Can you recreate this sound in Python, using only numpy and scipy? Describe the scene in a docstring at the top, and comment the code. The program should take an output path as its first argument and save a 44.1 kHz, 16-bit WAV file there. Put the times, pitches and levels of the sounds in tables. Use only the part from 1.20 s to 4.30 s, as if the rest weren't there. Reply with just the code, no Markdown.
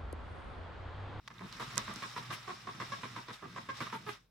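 """Pulling out a vacuum cleaner's cord

The power cord is pulled out of a cylinder vacuum cleaner standing on carpet, heard from close by.
Once a turn the cord reel rubs on the plastic housing, sticking and slipping so fast that it croaks.
In between, the cord hisses through its outlet and the reel rumbles in the hollow body.
Plug and cord tick against the plastic."""
import sys
import numpy as np
from scipy import signal
from scipy.fft import rfft, irfft, next_fast_len
from scipy.io import wavfile
from scipy.ndimage import uniform_filter1d

SR = 44100
rng = np.random.default_rng(int(sys.argv[2]) if len(sys.argv) > 2 else 0)


def to_wav(s):
    """Save 16-bit WAV."""
    ch = np.atleast_2d(s).T  # columns
    pcm = np.round(np.clip(ch, -1, 1) * 32767)  # PCM
    wavfile.write(sys.argv[1], SR, pcm.astype(np.int16))


N = 136710
T = np.arange(N) / SR

# Rubs of the reel on the housing, plus a soft tap, a low bump and a short knock.
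# Bite is extra force at the start; ring is a note of the spot touched.
# start_s, length_s, level_db, slips_per_s, roughness (0 to 1), brightness_db_per_octave,
# thump_db, scrape_db, bite_db, ring_hz, ring_db
CONTACTS = [(0.101, 0.012, -51, 395.5, 0.31, 0.5, -60, -66, -1, 1120, -4),
            (0.204, 0.052, -50.5, 192, 0.32, -5, -55.5, -63.5, -3, 900, 0),
            (0.396, 0.032, -41, 462.4, 0.26, -2.5, -51, -47.5, 1, 1230, -4),
            (0.57, 0.024, -39.5, 544, 0.29, -1.5, -46, -47.5, 5, 1040, -5),
            (0.678, 0.024, -42.5, 597.4, 0.46, -0.5, -46.5, -73, 9, 1220, -6),
            (0.709, 0.0069, -43.5, 588, 0.1, 0, -59, -72, 9, 1220, -8),
            (0.757, 0.0084, -62, 340, 0.45, -1, -48, -53, 0, 1100, -5),
            (0.821, 0.026, -40, 549.4, 0.39, 3, -50.5, -56.5, -2, 1040, -4),
            (0.961, 0.021, -39, 494, 0.33, -1.5, -49, -53.5, 2.5, 1002, 1.5),
            (1.102, .03, -41.5, 377.4, 0.33, -2, -51, -48.5, 2, 1130, -6),
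            (1.274, 0.04, -41, 354, 0.22, -3.5, -57, -54.5, -6, 1090, -12),
            (1.469, 0.025, -40.5, 373, 0.24, -2.5, -50.5, -57.5, -1, 1100, 0),
            (1.599, 0.025, -39.5, 492, 0.33, 0, -48, -51.5, 1.5, 1060, -18),
            (1.718, 0.018, -37, 556.8, 0.06, -4, -54, -51.5, 0, 1670, -4),
            (1.832, 0.023, -41.5, 515, 0.24, -0.5, -48, -53.5, 11, 1050, -6),
            (1.96, 0.031, -43.5, 486, 0.27, 0, -50, -53, 8, 930, 0),
            (2.082, 0.029, -46, 511.7, .3, -1.5, -50, -56.5, 2, 1010, -24),
            (2.222, 0.033, -47, 391.5, 0.17, -5, -52.5, -77, 2, 1185, -4),
            (2.360, 0.026, -42, 548.3, 0.44, -2, -50.5, -55, 4, 1090, -11),
            (2.487, 0.017, -36.5, 539, 0.1, -2, -50.5, -56, -2, 1600, -3),
            (2.603, 0.023, -38.5, 545.6, 0.33, 0, -43.5, -47.5, 3, 1060, -27),
            (2.667, 0.012, -43.5, 610, 0.53, -0.5, -65, -64, 8, 1220, 2),
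            (2.725, .031, -39.5, 456, 0.19, -3, -48, -60.5, 6, 880, 0),
            (2.863, 0.027, -42.5, 419, 0.1, -4.5, -53, -59.5, -2, 860, -2),
            (2.889, 0.01, -40.5, 413, 0.16, 1.5, -52, -59, 6, 816, -6)]
# The notes at which the plastic housing rings: pitch_hz, width_hz, level_db, left_over_right_db
HOUSING_NOTES = [(383.5, 47, -6, -9.5), (700, 122, -6.5, -26.5), (896, 52.6, 0.5, 2), (1060, 186, 3, -1.5),
                 (1282, 245, 0.5, -2), (1593, 163, -1, 3), (1966, 256, -4, -5), (2376, 364, -8.5, -20),
                 (3520, 1260, -18.5, -2)]
NOTE_OCTAVES = np.log2([note[0] / HOUSING_NOTES[0][0] for note in HOUSING_NOTES])  # above the lowest
GRAB_S, RELEASE_S = 0.001, 0.0046  # how fast a contact takes hold and lets go


def from_db(db):
    """Turn decibels into a number to multiply a sound by."""
    return 10 ** (np.asarray(db) / 20)


def rms_one(x):
    """Scale a signal so that its average power is 1."""
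    return x / np.sqrt(np.mean(x ** 2) + 1e-20)


def gain_curves(rows):
    """Join rows of a time and its decibel levels into one gain curve for each level column."""
    times, *columns = np.transpose(rows)
    return [from_db(np.interp(T, times, column)) for column in columns]


def at_hz(points, hz):
    """Read a value between the rows of a table, with pitch counted in octaves."""
    pitches, values = np.transpose(points)
    return np.interp(np.log(hz), np.log(pitches), values)


def drift(rate_hz):
    """A smooth random wobble, about 1 in size; a higher rate makes it quicker."""
    step, warm_up = 40, 2000
    keep = np.exp(-2 * np.pi * step * rate_hz / SR)
    noise = rng.standard_normal(N // step + warm_up + 2)
    slow = signal.lfilter([1], [1, -2 * keep, keep * keep], noise)[warm_up:]
    return np.interp(np.arange(N) / step, np.arange(len(slow)), rms_one(slow))


def resonate(x, hz, width_hz):
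    """Let a signal ring at one pitch; the narrower the width, the longer it rings."""
    keep = np.exp(-np.pi * width_hz / SR)
    feedback = [1, -2 * keep * np.cos(2 * np.pi * hz / SR), keep * keep]
    return signal.lfilter(np.array([1, 0, -1]) * (1 - keep * keep) / 2, feedback, x + 1e-18)


def pan(left_over_right_db):
    """Left and right gains that place a sound to one side."""
    sides = from_db([[left_over_right_db / 2], [-left_over_right_db / 2]])
    return sides / sides.mean()


def envelope(start_s, length_s, rise_s, fall_s):
    """A level that rises, holds, and dies away once length_s is over."""
    age = np.maximum(T - start_s, 0)
    return (1 - np.exp(-age / rise_s)) * np.exp(-np.minimum(np.maximum(age - length_s, 0) / fall_s, 40))


def swells(rows):
    """Add up smooth bumps in level, each with its own rise and fall."""
    return sum(from_db(db) * np.exp(-((T - peak_s) / np.where(T < peak_s, rise_s, fall_s)) ** 2)
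               for peak_s, rise_s, fall_s, db in rows)


def stereo_noise(tone, flicker_db):
    """Noise in half-octave bands, each flickering on its own; tone sets their balance."""
    # How alike the two sides sound: pitch_hz, likeness (0 to 1)
    likeness = [(60, 0.81), (150, 0.55), (400, 0), (950, 0.43), (2400, 0.41), (6000, 0.15), (15000, 0)]
    # Which side is louder: pitch_hz, left_over_right_db
    lean = [(60, -9.5), (200, 8.5), (600, -6), (1500, 4), (5000, -0.5), (7500, -2.5), (12000, 3)]
    out, edges = 0, 24 * 2 ** np.arange(0, 9.6, 0.5)
    white = rng.standard_normal((2, 2, N))
    for k, (low, high) in enumerate(zip(edges, edges[1:])):
        band = signal.butter(2, [low, high], "band", fs=SR, output="sos")
        middle, side = signal.sosfilt(band, white[k % 2])
        hz = np.sqrt(low * high)
        alike = at_hz(likeness, hz)
        gain = from_db(at_hz(tone, hz) + flicker_db * drift(24.3)) * pan(at_hz(lean, hz))
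        out += gain * (np.sqrt(1 + alike) * middle + np.sqrt(1 - alike) * side * [[1], [-1]])
    return rms_one(out)


def housing(force, boost_db=0):
    """A push makes the plastic shell ring at all its notes, each louder on one side."""
    boosts = from_db(boost_db + np.zeros(len(HOUSING_NOTES)))
    return sum((-1) ** k * boosts[k] * from_db(db) * pan(side_db) * resonate(force, hz, width)
               for k, (hz, width, db, side_db) in enumerate(HOUSING_NOTES))


def hollow_body(db_per_octave):
    """Random shaking makes the hollow body boom at an even level."""
    # The low notes of the hollow body: pitch_hz, width_hz, relative_db
    notes = [(121, 14, -1), (182, 33, -8), (234, 36, -11), (360, 124, -20)]
    boom = 0
    for hz, width, db in notes:
        gain = from_db(db + db_per_octave * np.log2(hz / notes[0][0]))
        boom += gain * resonate(rng.standard_normal(N), hz, width)
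    boom = signal.sosfilt(signal.butter(3, [95, 520], "band", fs=SR, output="sos"), boom)
    running_level = np.sqrt(uniform_filter1d(boom ** 2, size=2600) + 1e-12)
    return rms_one(boom / running_level)


def still_room():
    """The quiet background: soft noise and a faint low hum."""
    # The tone of the still room: pitch_hz, relative_db
    air_tone = [(30, -3.5), (120, 10), (300, 4.5), (1200, -3), (4000, -35), (16000, -12.5)]
    hum_hz = 48.9
    hum = from_db(-74.5) * np.sqrt(2) * np.sin(2 * np.pi * hum_hz * T)
    return from_db(-77.5) * stereo_noise(air_tone, flicker_db=1.5) + hum


def reel_rumble():
    """The rolling reel shakes the body; each contact adds a thump that favours its higher notes."""
    # How strongly the reel rumbles: time_s, relative_db
    roll_levels = [(0.0, -62), (0.27, -45.5), (0.28, -51.5), (0.61, -44.5), (0.88, -51.5), (1.12, -40.5),
                   (1.18, -53.5), (1.88, -45.5), (2.21, -65), (2.23, -48.5), (2.87, -49), (3.1, -75)]
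    flutter = rms_one(from_db(3 * np.tanh(drift(14))))
    rolling = from_db(-7) * gain_curves(roll_levels)[0] * flutter * hollow_body(db_per_octave=-6.5)
    thumps = sum(from_db(thump_db) * envelope(start_s, length_s, rise_s=0.0038, fall_s=0.019)
                 for start_s, length_s, _, _, _, _, thump_db, *_ in CONTACTS)
    return rolling + thumps * hollow_body(db_per_octave=6)


def cord_hiss(slide_gain):
    """The cord hisses through its outlet, louder at each contact and when the hand tugs."""
    # The tone of the sliding cord: pitch_hz, relative_db
    hiss_tone = [(300, -6), (1000, 4.5), (2200, 0.5), (3500, 1), (5400, -6), (7000, -10), (9000, -11.5),
                 (12500, -25.5), (16000, -23.5)]
    # The pitches that the outlet brings out: pitch_hz, width_hz, gain
    outlet_notes = [(3750, 350, .9), (5300, 600, 1.7), (7050, 200, .7)]
    # Tugs of the hand: peak_s, rise_s, fall_s, level_db
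    tugs = [(2.140, 0.016, 0.032, -54.5), (2.588, 0.032, 0.017, -48.5), (2.935, 0.013, 0.027, -57.5)]
    hiss = stereo_noise(hiss_tone, flicker_db=1.5)
    rasp = sum(gain * from_db(2 * drift(18)) * resonate(hiss, hz, width)
               for hz, width, gain in outlet_notes)
    scrapes = sum(from_db(scrape_db) * envelope(start_s, length_s, GRAB_S, fall_s=0.051)
                  for start_s, length_s, *_, scrape_db, _, _, _ in CONTACTS)
    stutter = from_db(0.5 * drift(190))  # the cord's skin is uneven
    return np.hypot(slide_gain, scrapes + swells(tugs)) * stutter * rms_one(hiss + rasp)


def bearing_rustle(turn_gain):
    """The reel's bearing rustles through the housing, with a hollow ring."""
    friction = np.diff(rng.standard_normal(N + 1)) * from_db(2 * drift(56))
    rustle = rms_one(housing(friction))
    ring = from_db(-2) * resonate(rustle, hz=1270, width_hz=220)
    return from_db(-3) * turn_gain * rms_one(rustle + ring)


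def handling():
    """Handling makes a faint dull rumble, strongest early in the pull."""
    # How strong that rumble is: time_s, relative_db
    shake_levels = [(0.0, -72), (0.47, -53.5), (0.76, -56), (0.78, -70), (2.66, -115), (2.69, -72),
                    (3.1, -96)]
    shake = resonate(rng.standard_normal(N), hz=50, width_hz=28)
    shake = signal.sosfilt(signal.butter(2, 90, fs=SR, output="sos"), shake)
    return from_db(-8) * gain_curves(shake_levels)[0] * rms_one(shake)


def ticks():
    """Plug and cord hit the plastic: a tiny bright ring, a knock and a brief chatter of parts."""
    # Each hit: start_s, ring_db, ring_hz, ring_s (to fade by 60 dB), knock_db,
    # left_over_right_db, chatter_db
    hits = [(0.077, -42.5, 3180, 0.0023, -34, 12, -47), (0.0805, -45, 5100, .0037, -36.5, -12, -47),
            (0.1410, -57, 6000, 0.013, -69, -10, -70), (0.1830, -49.5, 3690, .025, -54, -13, -60),
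            (0.193, -53, 2200, 0.018, -41, -13, -62), (0.3265, -34.5, 4440, 0.0029, -43, -6, -41.5),
            (0.558, -31.5, 5860, 0.00083, -66, -2, -48.5), (0.5720, -36.5, 8500, .001, -37.5, -21.5, -51),
            (0.5797, -10.5, 6630, .001, -27.5, -43, -54), (0.7390, -37, 9400, 0.00073, -63, -23, -66),
            (0.7606, -30.5, 5260, 0.0011, -57, -29, -53), (2.1319, -44, 7600, 0.001, -44, 12, -54)]
    # The tone of the chattering parts: pitch_hz, relative_db
    chatter_tone = [(500, -8), (1500, -7), (6200, 8), (8000, -20), (16000, -14)]
    out, chatter = 0, stereo_noise(chatter_tone, flicker_db=3)
    soften = signal.butter(2, 10000, fs=SR, output="sos")
    for start_s, ring_db, ring_hz, ring_s, knock_db, side_db, chatter_db in hits:
        click = np.zeros(N)
        click[int(start_s * SR)] = 1
        ring = signal.sosfilt(soften, resonate(click, ring_hz, np.log(1000) / (np.pi * ring_s)))
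        knock = housing(click, boost_db=4 * NOTE_OCTAVES)  # a hard hit favours the high notes
        burst = envelope(start_s, 0, GRAB_S / 2, fall_s=0.0024)
        out += from_db(ring_db) * pan(side_db) * ring / np.abs(ring).max()
        out += from_db(knock_db) * knock / np.abs(knock).max()
        out += from_db(chatter_db) * pan(side_db) * burst * chatter
    return out


def croaks_and_knocks():
    """A rub is a quick run of slips that rings the housing; very short runs make a tap, bump or knock."""
    gap_spread, size_spread_db, grit_gain = 0.38, 22, 0.6  # at full roughness
    out, bite_s = 0, 0.005
    for row in CONTACTS:
        start_s, length_s, db, slips_per_s, rough, brightness, _, _, bite_db, ring_hz, ring_db = row
        gap_luck, size_luck = rng.standard_normal((2, 64))
        gaps_s = np.exp(gap_spread * rough * gap_luck[1:]) / slips_per_s
        times = start_s + GRAB_S / 2 + np.append(0, np.cumsum(gaps_s))
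        sizes = np.tanh(size_luck)
        sizes[:2] = 0.9  # the first two slips are strong
        slips = np.bincount((times * SR).astype(int), from_db(size_spread_db * rough * sizes), N)[:N]
        grit = grit_gain * rough * np.sqrt(slips_per_s / SR) * rng.standard_normal(N)
        bite = from_db(bite_db * np.exp(-np.maximum(T - start_s, 0) / bite_s))
        force = (slips + grit) * bite * envelope(start_s, length_s, GRAB_S, RELEASE_S)
        force += from_db(ring_db) * resonate(force, ring_hz, width_hz=90)
        variation_db = rng.normal(0, 0.7, len(HOUSING_NOTES))
        ringing = housing(force, brightness * NOTE_OCTAVES + variation_db)
        power = np.sum(ringing ** 2) / (2 * length_s * SR)
        out += from_db(db) * ringing / np.sqrt(power)
    return out


def cord_judder():
    """The slack cord drags and judders: a short low groan that swells as it pulls tight."""
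    start_s, length_s, level_db, pitch_hz = 0.21, 0.046, -43.5, 190
    phase = 2 * np.pi * np.cumsum(pitch_hz * (1 + 0.06 * drift(54))) / SR
    swell = envelope(start_s, length_s, length_s / 2, RELEASE_S)
    return from_db(level_db) * swell * np.sqrt(2) * np.sin(phase)


def cord_swishes():
    """The cord whips against the outlet: a hard scrape with a bright fizz on top."""
    # Each whip of the cord: peak_s, rise_s, fall_s, scrape_db, fizz_db
    whips = [(0.408, 0.011, 0.031, -52.5, -78), (0.978, 0.01, 0.023, -51.5, -74),
             (1.138, 0.02, 0.02, -44, -61), (2.142, 0.0081, 0.015, -56, -76), (2.620, .011, .016, -49, -72),
             (2.745, .021, 0.031, -52.5, -80), (2.898, 0.033, .046, -52, -70)]
    # The tone of cord scraping on plastic: pitch_hz, relative_db
    scrape_tone = [(300, -23), (1500, 10.5), (3000, 11.5), (5400, 1.5), (7000, -2.5), (9000, -5),
                   (11000, -1), (13000, -18), (16000, -20)]
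    # The tone of the fizz: pitch_hz, relative_db
    fizz_tone = [(4000, -28), (8000, 7), (10500, -8), (15500, 1)]
    scrape = swells([whip[:4] for whip in whips]) * stereo_noise(scrape_tone, flicker_db=1.5)
    fizz_gain = swells([(*timing, fizz_db) for *timing, _, fizz_db in whips])
    return scrape + fizz_gain * stereo_noise(fizz_tone, flicker_db=5)


def room_echoes(sound):
    """A carpeted room: ten quickly fading, repeating echoes for each side."""
    fade_s = 0.14  # time to fade by 60 dB
    size = next_fast_len(N + SR // 2)
    one_sample_delay = -2j * np.pi * np.arange(size // 2 + 1) / size
    sides = []
    for delays_s in rng.uniform(0.005, 0.038, (2, 10)):
        bounces = (from_db(-60 * s / fade_s) * np.exp(one_sample_delay * int(s * SR)) for s in delays_s)
        echoes = sum((-1) ** k * bounce / (1 - bounce) for k, bounce in enumerate(bounces))
        echoes /= np.sqrt(np.mean(np.abs(echoes) ** 2))
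        sides.append(irfft(rfft(sound, size) * echoes, size)[:N])
    return np.array(sides)


def scene():
    """Mix all the sounds, sending the shell's ringing and the body's rumble into the room."""
    # How loud the moving parts are during the pull: time_s, hiss_db, bearing_relative_db
    pull_levels = [(0.0, -72, -77), (0.14, -66, -63.5), (0.27, -61.5, -52), (0.33, -54, -51.5),
                   (0.54, -50.5, -49.5), (0.95, -51, -53), (1.14, -56, -48.5), (1.31, -54, -58),
                   (1.5, -57, -54.5), (1.73, -50.5, -54), (1.98, -57.5, -52.5), (2.14, -63.5, -58.5),
                   (2.36, -59.5, -57), (2.6, -64, -52.5), (2.74, -62, -48), (2.82, -58, -61.5),
                   (2.96, -71, -57), (3.1, -87, -118)]
    slide_gain, turn_gain = gain_curves(pull_levels)
    cord = cord_hiss(slide_gain) + cord_swishes()
    shell = bearing_rustle(turn_gain) + croaks_and_knocks()
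    rumble = reel_rumble() + cord_judder()
    echoes = room_echoes(from_db(-4.5) * shell.mean(axis=0) + from_db(-14) * rumble)
    return still_room() + cord + shell + rumble + echoes + ticks() + handling()


def record(dry):
    """Cut off the very highest treble steeply."""
    cutoff_hz = 15900
    return signal.sosfilt(signal.ellip(10, 0.2, 70, cutoff_hz, fs=SR, output="sos"), dry)


dry = scene()
out = record(dry)
to_wav(out)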